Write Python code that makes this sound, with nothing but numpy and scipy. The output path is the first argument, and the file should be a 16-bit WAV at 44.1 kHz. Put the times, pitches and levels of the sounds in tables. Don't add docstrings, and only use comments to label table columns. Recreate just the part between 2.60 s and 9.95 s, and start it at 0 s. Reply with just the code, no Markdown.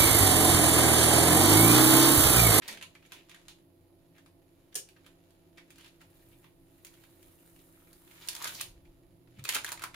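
import sys
import numpy as np
from scipy import signal
from scipy.fft import rfft, irfft
from scipy.io import wavfile

SR = 44100
rng = np.random.default_rng(int(sys.argv[2]) if len(sys.argv) > 2 else 0)


def generate_wav(sig):
    pcm = np.round(np.clip(np.atleast_2d(sig).T, -1, 1) * 32767).astype(np.int16)
    wavfile.write(sys.argv[1], SR, pcm)


N = 324121
TIME = np.arange(N) / SR

# (time [s], peak level [dB], body level relative to the peak [dB], panel pitch [Hz])
SNAPS = [(0.02, -43.5, -0.5, 2630), (0.031, -43, -5, 3380), (0.0794, -24, -18.5, 1710),
         (0.083, -25.5, -13.5, 2800), (0.088, -30, -7.5, 1900), (0.097, -35, -10.5, 1510),
         (0.111, -33, -15.5, 3350), (0.126, -31, -10, 3220), (0.172, -37, -7.5, 2320),
         (0.2115, -34.5, -9.5, 1970), (0.225, -28, -11.5, 2630), (0.228, -41, -6.5, 1530),
         (0.351, -42.5, -6.5, 1730), (0.424, -52, -5.5, 2300), (0.450, -48.5, -7, 2200),
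         (0.462, -48, -16, 3400), (0.520, -30, -12, 2750), (0.524, -39, -10, 1250),
         (0.532, -41, -10.5, 2500), (0.6944, -39, -9, 3000), (0.714, -45, -6, 2100),
         (0.745, -38.5, -12, 2050), (0.761, -46, -9.5, 1690), (0.8825, -33, -11.5, 2970),
         (0.885, -54, -20, 1720), (0.91, -49, -10, 3830), (1.582, -45, -9, 1720), (1.661, -43, -15, 1030),
         (2.125, -50, -4, 3200), (2.288, -41.5, -12, 2700), (2.362, -57.5, 0.5, 1730),
         (2.444, -54.5, -5.5, 1880), (2.463, -40, -11, 1880), (2.706, -49, -17.5, 1000),
         (2.973, -46.5, -6.5, 2300), (2.980, -41, -6.5, 2000), (3.1043, -39, -13.5, 2400),
         (3.158, -45, -12, 2570), (3.182, -40.5, -10, 2800), (3.195, -46.5, -7, 2730),
         (3.209, -42.5, -10, 2600), (3.23, -56, -9, 3020), (3.244, -41.5, -6.5, 2730),
         (3.260, -42.5, -6.5, 2340), (3.279, -47, -13, 3300), (3.408, -52, -5, 1800),
         (3.4145, -42, -11, 1170), (3.841, -49.5, -5, 1000), (4.2483, -34.5, -18.5, 1930),
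         (4.268, -40, -15, 2400), (4.339, -48, -10, 3010), (4.437, -46.5, -9.5, 2270),
         (4.628, -46, -13.5, 2360), (4.739, -66, -10, 3100), (4.961, -53, -8, 2770),
         (4.991, -54, -11, 3900), (5.201, -59.5, -7.5, 2400), (5.272, -56.5, -9, 2200),
         (5.330, -46.5, -12, 4220), (5.475, -57, -7, 3250), (5.511, -48.5, -7, 2390),
         (5.675, -39, -24, 3000), (5.686, -23.5, -20, 2880), (5.687, -22, -19, 4300),
         (5.730, -35.5, -13, 3400), (5.751, -30.5, -21, 3500), (5.764, -31.5, -13.5, 3860),
         (5.817, -32.5, -10, 1100), (5.824, -29, -29, 1050), (5.840, -29.5, -11, 1200),
         (5.844, -23, -23.5, 1470), (5.854, -27, -8, 1540), (5.8712, -29, -14, 1540),
         (5.876, -29.5, -20, 3600), (5.893, -36, -10.5, 1550), (5.939, -41, -23, 3260),
         (5.948, -36.5, -16, 4500), (6.006, -31, -12, 2500), (6.0099, -26, -15.5, 2100),
         (6.012, -25, -24.5, 2520), (6.252, -59.5, -4, 2400), (6.673, -59, -5, 840), (6.786, -53, -8, 2320),
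         (6.793, -44.5, -7, 2400), (6.840, -35, -23, 2400), (6.849, -35, -14, 2200),
         (6.8522, -27, -10, 2400), (6.869, -42, -5, 2400), (6.88, -36, -12, 2300),
         (6.8889, -31.5, -9.5, 2200), (6.8905, -16.5, -19.5, 1960), (6.896, -26.5, -9.5, 2200),
         (6.924, -27.5, -10, 3270), (6.936, -28, -12, 3500), (6.942, -28.5, -9.5, 2890),
         (6.9471, -25.5, -22.5, 4200), (6.9475, -23, -15, 2900), (6.9509, -19.5, -12.5, 2580),
         (6.956, -25, -7.5, 2670), (6.964, -21, -10, 1480), (6.9718, -37, -11, 2400),
         (6.983, -29, -8, 1120), (7.016, -48, -21, 3500), (7.038, -42.5, -18, 3500),
         (7.0457, -22, -15, 1700), (7.063, -32, -7.5, 3070), (7.078, -33, -11, 1750),
         (7.083, -37.5, -5, 960), (7.09, -28.5, -16.5, 1800), (7.1187, -22.5, -15.5, 1430),
         (7.126, -23.5, -16, 940), (7.175, -40, -8, 1810), (7.1938, -36, -11.5, 1490),
         (7.210, -47, -6, 1400), (7.2195, -31.5, -10.5, 1380), (7.225, -32.5, -14.5, 1580),
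         (7.238, -22, -13, 1350), (7.247, -36, -8, 950), (7.343, -36.5, -5.5, 1370),
         (7.348, -58, -11, 1230)]
# (time [s], level [dB])
RUSTLE_LEVEL = [(0, -90), (.37, -73), (.8, -65.5), (1.05, -79), (1.76, -75.5), (2.5, -73), (2.99, -75),
                (3.17, -68), (3.95, -79.5), (4.42, -69), (5.25, -100), (5.55, -58.5), (5.85, -48),
                (6.04, -62), (6.15, -74), (6.62, -78), (6.79, -67.5), (7.35, -78)]
# (time [s], level [dB])
PEEL_LEVEL = [(3.35, -86), (3.55, -72), (3.72, -70.5), (3.95, -82), (4.32, -70.5), (5.47, -67.5),
              (5.83, -55.5), (6.04, -57.5), (6.15, -76)]
# (time [s], level [dB])
WAFT_LEVEL = [(0, -78), (1.9, -82), (3.6, -73), (5.3, -72), (5.9, -72), (6.12, -64), (6.35, -66.5),
              (6.6, -71), (7.35, -67)]
# (time [s], level [dB], pitch [Hz], time to fade by 60 dB [s])
THUMPS = [(0.105, -53.5, 213, 0.45), (6.776, -41, 185, 0.048), (6.79, -34, 122, 0.059),
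          (6.819, -40.5, 127, 0.13)]
# (time [s], level [dB])
CLICK_CONTACTS = [(2.144, -40), (2.153, -26), (2.154, -25), (2.157, -23.5), (2.160, -27)]
# (pitch [Hz], width [Hz], level [dB])
CLICK_MODES = [(403, 160, -5), (1710, 120, -2.5), (2400, 150, -5.5), (2900, 240, -3.5), (3520, 300, -14),
               (4800, 1200, -5), (5900, 240, 0.5), (6200, 120, 0), (7150, 320, -1), (7470, 140, -10),
               (8880, 440, 1.5), (10200, 340, -12), (10400, 740, -21), (14400, 900, -17)]
# (pitch [Hz], level [dB], time to fade by 60 dB [s])
KNOCK_MODES = [(393, -55.5, 0.36), (425, -56, 0.3)]
# (middle time [s], length [s], level [dB], pitch [Hz])
SCUFFS = [(0.099, 0.2, -57.5, 1900), (0.556, 0.15, -63, 2130), (0.713, 0.043, -61, 2340),
          (0.901, 0.044, -59.5, 2900), (1.559, 0.057, -69.5, 1920), (2.99, 0.037, -71, 2170),
          (3.235, 0.081, -70, 2700), (3.417, 0.033, -70, 1700), (3.73, .055, -71.5, 2350),
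          (3.854, 0.11, -72, 2000), (5.627, 0.051, -59, 2900), (5.871, 0.061, -47.5, 2960),
          (5.961, 0.07, -51.5, 4200), (6.006, 0.084, -50, 2570), (6.775, 0.063, -70.5, 2200),
          (6.895, 0.025, -37.5, 2210), (6.952, 0.02, -49, 2200), (7.088, 0.037, -52, 1560),
          (7.245, 0.044, -47.5, 1250)]
# (time [s], air pocket pitch [Hz], level [dB])
LAST_STRIP = [(5.77, 1000, -67), (5.82, 1090, -55), (5.85, 1450, -48.5), (5.885, 1580, -56),
              (5.92, 1650, -80)]
# (middle time [s], level [dB], pitch [Hz])
PUFFS = [(6.089, -55.5, 103), (6.115, -52, 35), (6.168, -52.5, 50.3), (6.242, -57.5, 79), (6.3, -53, 28)]

# (frequency [Hz], level [dB per Hz])
BODY_SPECTRUM = [(100, -27), (300, -6), (600, -9), (1200, -1), (1900, 4.5), (3600, -1.5), (5500, -10),
                 (9000, -31), (16000, -28)]
# (frequency [Hz], level [dB per Hz])
CRACK_SPECTRUM = [(500, -39), (2000, -13), (4200, 3), (5800, -1.5), (7000, 4.5), (8100, -1), (9500, 3.5),
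                  (11200, 2), (12800, -2), (14800, 1.5), (16500, -13)]
# (frequency [Hz], level [dB per Hz])
PAPER_SPECTRUM = [(150, -38), (500, -12), (900, 3.5), (1500, 3.5), (2800, 4), (4300, 0.5), (5800, -5),
                  (7000, 0.5), (8100, -8.5), (10500, -7.5), (13000, -10), (15200, -29), (16200, -34)]
# (frequency [Hz], level [dB per Hz])
FIZZ_SPECTRUM = [(400, -6), (1500, -7.5), (4000, -10), (5800, -12.5), (7000, -7.5), (8000, -9), (9500, -2),
                 (11200, -1), (12700, -3), (15200, -1), (16000, -19)]
# (frequency [Hz], level [dB per Hz])
RUMBLE_SPECTRUM = [(15, -17), (27, 6.5), (39, -9), (52, -21), (66, -16), (88, -3.5), (130, -4), (190, -3),
                   (240, -16.5), (1500, -64)]
# (frequency [Hz], level [dB per Hz])
FAN_SPECTRUM = [(150, -21.5), (235, -10), (262, 0), (305, -1), (370, -1.5), (410, -10), (520, -3),
                (640, -8.5), (720, -11.5), (850, -16), (1500, -38), (5000, -66)]
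# (frequency [Hz], level [dB per Hz])
HISS_SPECTRUM = [(530, -26), (900, -3), (1040, -3), (1200, -6), (1680, -12.5), (1850, -7), (1920, -13),
                 (5040, -13.5), (5610, -22), (7490, -29), (8250, -18), (11300, -3.5), (12900, -13.5),
                 (14900, -8.5), (16000, -19)]

MOTOR_ORDERS = [3, 5, 6, 12, 15]
# (rms level [dB], left minus right [dB])
MOTOR_TONES = [(-72, 1), (-74, -6.5), (-70, -3), (-84, -13.5), (-91.5, -11)]
# (time [s], rms level [dB])
MAINS_LEVEL = [(0, -77.5), (3.2, -79), (3.7, -70.5), (5.3, -80), (6.1, -70), (7.35, -65.5)]
# (pitch [Hz], rough width [Hz], rms level [dB])
DRONES = [(91.6, 4.4, -73), (356.2, 19.4, -72.5)]
MAINS_HZ, MOTOR_HZ = 121.4, 55.7

# (band centre [Hz], time to fade by 60 dB [s], left-right likeness [1 = same])
KITCHEN = [(246, 0.38, 1), (1230, 0.21, 0.07), (4000, 0.25, 0.016), (8850, 0.22, 0.078),
           (14500, 0.14, 0.066)]
# (time [s], level [dB])
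TREBLE_LEVEL = [(0, -7), (.9, -3), (2.3, 1.5), (5.3, 7.5), (5.75, -7), (6.05, 3), (6.85, 2.5)]
TREBLE_HZ = 12200
# (time [s], level [dB])
NEARNESS_LEVEL = [(0, -2), (3.3, -3), (5.7, 1.5), (7.3, 2)]
# (time [s], width [Hz])
PANEL_WIDTH = [(0.9, 900), (3.2, 550), (5.7, 330), (7.2, 280)]

CRACK_DB, CRACK_DB_PER_OCTAVE, CRACK_PER_BODY_DB = -11.5, 3, -0.52
USUAL_PANEL_HZ, USUAL_BODY_DB = 2200, -8
PAPER_SIDE_DB = -1.5
SHEET_HZ, SHEET_WIDTH_HZ, SHEET_DB, SHEET_STROKE_S = 200, 780, -3.5, 0.17
CUTOFF_HZ = 15800


def from_db(db):
    return 10 ** (np.asarray(db) / 20)


def rms_one(x):
    return x / np.sqrt(np.mean(x ** 2) + 1e-20)


def level_curve(rows):
    return from_db(np.interp(TIME, *np.transpose(rows)))


def at_hz(points, hz):
    points_hz, points_db = np.transpose(points)
    return np.interp(np.log(np.maximum(hz, 1)), np.log(points_hz), points_db)


def pan(db):
    return from_db(np.array([[db], [-db]]) / 2)


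def add(track, s, sound):
    start = max(round(s * SR), 0)
    stretch = track[..., start:start + sound.shape[-1]]
    stretch += sound[..., :stretch.shape[-1]]


def drift(rate):
    step = 40
    r = np.exp(-2 * step * np.pi * rate / SR)
    white = rng.standard_normal(N // step + 2002)
    slow = signal.lfilter([1], [1, -2 * r, r * r], white)[2000:]
    return np.interp(np.arange(N) / step, np.arange(len(slow)), rms_one(slow))


def colour(x, spectrum, size=2048):
    gain = rms_one(from_db(at_hz(spectrum, np.arange(size // 2 + 1) * SR / size)))
    cepstrum = irfft(np.log(gain))
    cepstrum[1:size // 2] *= 2
    cepstrum[size // 2 + 1:] = 0
    response = irfft(np.exp(rfft(cepstrum)))
    return signal.oaconvolve(x, response[None], axes=-1)[:, :N]


def resonate(x, hz, width_hz):
    r = np.exp(-np.pi * width_hz / SR)
    feed = np.array([1, 0, -1]) * (1 - r * r) / 2
    feedback = [1, -2 * r * np.cos(2 * np.pi * hz / SR), r * r]
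    return signal.lfilter(feed, feedback, x + 1e-18)


def stereo_noise(alike, count=N):
    mid, side = rng.standard_normal((2, count))
    alike = np.clip(alike, -1, 1)
    return np.sqrt((1 + alike) / 2) * mid + np.sqrt((1 - alike) / 2) * side * [[1], [-1]]


def burst(decay_s, alike, scatter_db, scatter_s, count=2048):
    t = np.arange(count) / SR
    rattle = np.tanh(2 * stereo_noise(alike, count)) * t * np.exp(-t / decay_s)
    scatter_shape = (1 - np.exp(-t / (2 * decay_s))) * np.exp(-t / scatter_s)
    scatter = stereo_noise(alike / 2, count) * scatter_shape
    return (rms_one(rattle) + from_db(scatter_db) * rms_one(scatter)) * np.sqrt(SR / 1000 / count)


def grains(per_s, spread_db, clump_db, clump_rate, alike):
    born = rng.random(N) < per_s / SR
    size_db = spread_db * np.minimum(rng.exponential(1, N), 4) + clump_db * drift(clump_rate)
    return rms_one(born * from_db(size_db) * np.tanh(2 * stereo_noise(alike)))


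def panels(clicks, low_hz, high_hz, sharpness, count=12):
    dealt = rng.integers(0, count, N)
    pitches = np.geomspace(low_hz, min(high_hz, .4 * SR), count)
    ringing = 0
    for k, hz in enumerate(pitches):
        boost = np.sqrt(sharpness * SR / (np.pi * hz))
        ringing = ringing + resonate(clicks * (dealt == k), hz, hz / sharpness) * boost
    return ringing


def kitchen(x, tail_db, count=20000):
    t, hz = np.arange(count) / SR, np.arange(count // 2 + 1) * SR / count
    tail, centres = 0, np.array(KITCHEN)[:, 0]
    for (_, t60, alike), own in zip(KITCHEN, np.eye(len(KITCHEN))):
        band = np.sqrt(np.interp(hz, centres, own))
        tail = tail + irfft(rfft(stereo_noise(alike, count)) * band) * from_db(-60 * t / t60)
    late_tail = tail * (t > .002)
    echoes = from_db(tail_db) * rms_one(late_tail) / np.sqrt(count)
    return x + signal.fftconvolve(x, echoes, axes=-1)[:, :N]


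def room_air(rumble_db, fan_db, hiss_db, rumble_follows):
    load = rms_one(level_curve(MAINS_LEVEL) ** rumble_follows)
    rumble = from_db(rumble_db) * load * colour(stereo_noise(0.74), RUMBLE_SPECTRUM, size=8192)
    fan = from_db(fan_db) * colour(stereo_noise(0.46), FAN_SPECTRUM) * pan(-1.4)
    hiss = from_db(hiss_db) * colour(stereo_noise(0.023), HISS_SPECTRUM) * pan(-6.5)
    return rumble + fan + hiss


def hum(waver_db, waver_rate, wander_hz):
    waver = from_db(waver_db * drift(waver_rate))
    out = level_curve(MAINS_LEVEL) * waver * np.sqrt(2) * np.sin(2 * np.pi * MAINS_HZ * TIME)
    turns = np.cumsum(MOTOR_HZ + wander_hz * drift(8.0)) / SR
    for order, (db, side_db) in zip(MOTOR_ORDERS, MOTOR_TONES):
        gain = pan(side_db) * from_db(db + waver_db * drift(waver_rate))
        out = out + gain * np.sqrt(2) * np.sin(2 * np.pi * (order * turns + rng.random()))
    for hz, width_hz, db in DRONES:
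        once = resonate(stereo_noise(1.0), hz, 2 * width_hz)
        out = out + from_db(db) * rms_one(resonate(once, hz, 2 * width_hz))
    return out


def waft(puff_s):
    # (frequency [Hz], level [dB per Hz])
    spectrum = [(12, -34), (30, 10), (70, 2.0), (130, -9.0), (300, -50), (1500, -57)]
    air = level_curve(WAFT_LEVEL) * colour(stereo_noise(0.85), spectrum, size=8192)
    t = np.arange(-(SR // 8), SR // 8) / SR
    for s, db, hz in PUFFS:
        swell = from_db(db) * np.exp(-(t / puff_s) ** 2)
        add(air, s + t[0], swell * np.sin(2 * np.pi * (hz * t + rng.random())))
    return air


def thumps(rise_s):
    out, t = np.zeros((2, N)), np.arange(SR // 4) / SR
    for s, db, hz, t60 in THUMPS:
        fade = from_db(db - 60 * t / t60)
        add(out, s, fade * (1 - np.exp(-t / rise_s)) * np.sin(2 * np.pi * hz * t))
    return out


def knock(count=16384):
    out, t = np.zeros((2, N)), np.arange(count) / SR
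    snap_s = CLICK_CONTACTS[2][0]
    for k, (hz, db, t60) in enumerate(KNOCK_MODES):
        add(out, snap_s, (-1) ** k * from_db(db - 60 * t / t60) * np.sin(2 * np.pi * hz * t))
    return out


def click(ring_db, tick_db, lag_s):
    contacts = np.zeros((2, N))
    for s, db in CLICK_CONTACTS:
        add(contacts, s, from_db(db) * burst(0.00057, alike=0.22, scatter_db=0.0, scatter_s=0.028))
    contacts[1] = np.roll(contacts[1], round(lag_s * SR))
    ring = 0
    for k, (hz, width_hz, db) in enumerate(CLICK_MODES):
        ring = ring + (-1) ** k * from_db(db) * resonate(contacts, hz, width_hz)
    return from_db(ring_db) * ring + from_db(tick_db) * colour(contacts, CRACK_SPECTRUM)


def rustle(level_db):
    crinkle = grains(per_s=700, spread_db=2.5, clump_db=1.5, clump_rate=49, alike=0.16)
    return from_db(level_db) * colour(crinkle * level_curve(RUSTLE_LEVEL), PAPER_SPECTRUM) * pan(-0.17)


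def scuffs(level_db, relative_width, grit_db):
    out = np.zeros((2, N))
    slips = grains(per_s=1700, spread_db=2.5, clump_db=2.5, clump_rate=130, alike=0.61)
    for s, length_s, db, hz in SCUFFS:
        start = max(round((s - length_s / 2) * SR), 0)
        stroke = slips[:, start:start + round(length_s * SR)]
        stroke = rms_one(stroke * np.hanning(stroke.shape[1]))
        width_hz = relative_width * hz
        patch = rms_one(resonate(resonate(stroke, hz, width_hz), hz, width_hz))
        flutter = rms_one(resonate(stroke, SHEET_HZ, SHEET_WIDTH_HZ))
        sheet = from_db(SHEET_DB) * (length_s / SHEET_STROKE_S) ** 2 * flutter
        add(out, start / SR, from_db(db) * (patch + sheet + from_db(grit_db) * stroke))
    return from_db(level_db) * out * pan(-1.5)


def crackles(level_db, ring_db, build_s, settle_s, count=4096):
    t = (np.arange(count) - count // 4) / SR
    swell = np.exp(np.where(t < 0, t / build_s, -t / settle_s))
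    strain = np.zeros(N)
    for s, peak_db, body_db, _ in SNAPS:
        add(strain, max(s + t[0], 0), from_db(peak_db + body_db) * swell)
    creases = strain * grains(per_s=500, spread_db=1.5, clump_db=0.5, clump_rate=26, alike=0.72)
    crinkle = from_db(level_db) * colour(creases, PAPER_SPECTRUM)
    ringing = from_db(ring_db) * panels(creases, low_hz=868, high_hz=4200, sharpness=23)
    return (crinkle + ringing) * pan(-2.0)


def snaps(body_db, crack_db, panel_db, pluck_db, yield_s, spike_db, hardening):
    body, crack, panel = np.zeros((3, 2, N))
    for s, peak_db, low_db, hz in SNAPS:
        gain = from_db(peak_db) * pan(PAPER_SIDE_DB)
        high_db = CRACK_DB + CRACK_DB_PER_OCTAVE * np.log2(hz / USUAL_PANEL_HZ)
        high_db += CRACK_PER_BODY_DB * (low_db - USUAL_BODY_DB)
        flip_s = yield_s * from_db(low_db)
        flip = gain * from_db(low_db) * burst(flip_s, alike=0.52, scatter_db=-4.5, scatter_s=0.0075)
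        add(body, s, flip)
        width_hz = np.interp(s, *np.transpose(PANEL_WIDTH))
        push = from_db(panel_db) * flip
        add(push, 3 * flip_s, gain * from_db(low_db + pluck_db))
        add(panel, s, resonate(push, hz, width_hz) * np.sqrt(SR / (np.pi * width_hz)))
        fibres = burst(flip_s, alike=0.046, scatter_db=-1, scatter_s=0.0039)
        add(crack, s, gain * from_db(high_db) * fibres)
        stop = gain * from_db(spike_db + hardening * peak_db)
        add(crack, s + 3 * flip_s, stop)
    dull = from_db(body_db) * colour(body, BODY_SPECTRUM)
    crisp = from_db(crack_db) * colour(crack, CRACK_SPECTRUM)
    return dull + crisp + panel


def shade(x):
    high_pass = signal.butter(1, min(TREBLE_HZ, .45 * SR), "high", fs=SR, output="sos")
    top = signal.sosfilt(high_pass, x)
    return x + (level_curve(TREBLE_LEVEL) - 1.5) * top


def fold(width_hz, level_db):
    s, hz, db = np.transpose(LAST_STRIP)
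    ripping = grains(per_s=1800, spread_db=6.0, clump_db=2.5, clump_rate=62, alike=0.9)
    turn = np.exp(2j * np.pi * np.cumsum(np.interp(TIME, s, hz)) / SR)
    low_pass = signal.butter(2, width_hz / 2, fs=SR, output="sos")
    pocket = signal.sosfilt(low_pass, ripping / turn + 1e-18) * turn
    strip_db = np.interp(TIME, s, db, left=-np.inf, right=-np.inf)
    return from_db(level_db + strip_db) * rms_one(pocket.real) * pan(-3.1)


def peel(level_db, tack_db):
    cells = grains(per_s=7000, spread_db=4.0, clump_db=3.0, clump_rate=190, alike=0.11)
    fizz = colour(cells, FIZZ_SPECTRUM)
    tacks = grains(per_s=190, spread_db=2.5, clump_db=1.5, clump_rate=40, alike=0.3)
    ticks = panels(tacks, low_hz=1000, high_hz=4050, sharpness=7.1)
    first_s, last_s = PEEL_LEVEL[0][0], PEEL_LEVEL[-1][0]
    peeling = np.interp(TIME, [first_s - .1, first_s, last_s - .1, last_s], [0, 1, 1, 0])
    both = from_db(level_db) * fizz + from_db(tack_db) * ticks
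    return both * level_curve(PEEL_LEVEL) * peeling * pan(-1.3)


def scene():
    creases = snaps(body_db=-1.5, crack_db=-0.5, panel_db=-1.5, pluck_db=9,
                    yield_s=0.0034, spike_db=-10.0, hardening=0.97)
    creases = shade(creases + crackles(level_db=-16, ring_db=-20, build_s=0.0057, settle_s=0.0068))
    sliding = rustle(level_db=-4.0) + scuffs(level_db=-3.0, relative_width=1.0, grit_db=-5.5)
    sliding += peel(level_db=1.0, tack_db=-8.0)
    sliding += fold(width_hz=320, level_db=-0.5)
    near_creases = kitchen(creases, tail_db=-3.0) + (level_curve(NEARNESS_LEVEL) - 1) * creases
    paper = near_creases + kitchen(sliding, tail_db=-1.0)
    clicked = kitchen(click(ring_db=2.0, tick_db=-7.0, lag_s=0.00036), tail_db=-6.0) + knock()
    appliance = hum(waver_db=2.3, waver_rate=5.8, wander_hz=0.3)
    appliance = appliance + room_air(rumble_db=-69.5, fan_db=-69.5, hiss_db=-76, rumble_follows=0.15)
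    return paper + clicked + thumps(rise_s=0.0028) + waft(puff_s=0.02) + appliance


def record(dry):
    low_pass = signal.ellip(10, .2, 80, CUTOFF_HZ, fs=SR, output="sos")
    return signal.sosfilt(low_pass, dry)


dry = scene()
out = record(dry)
generate_wav(out)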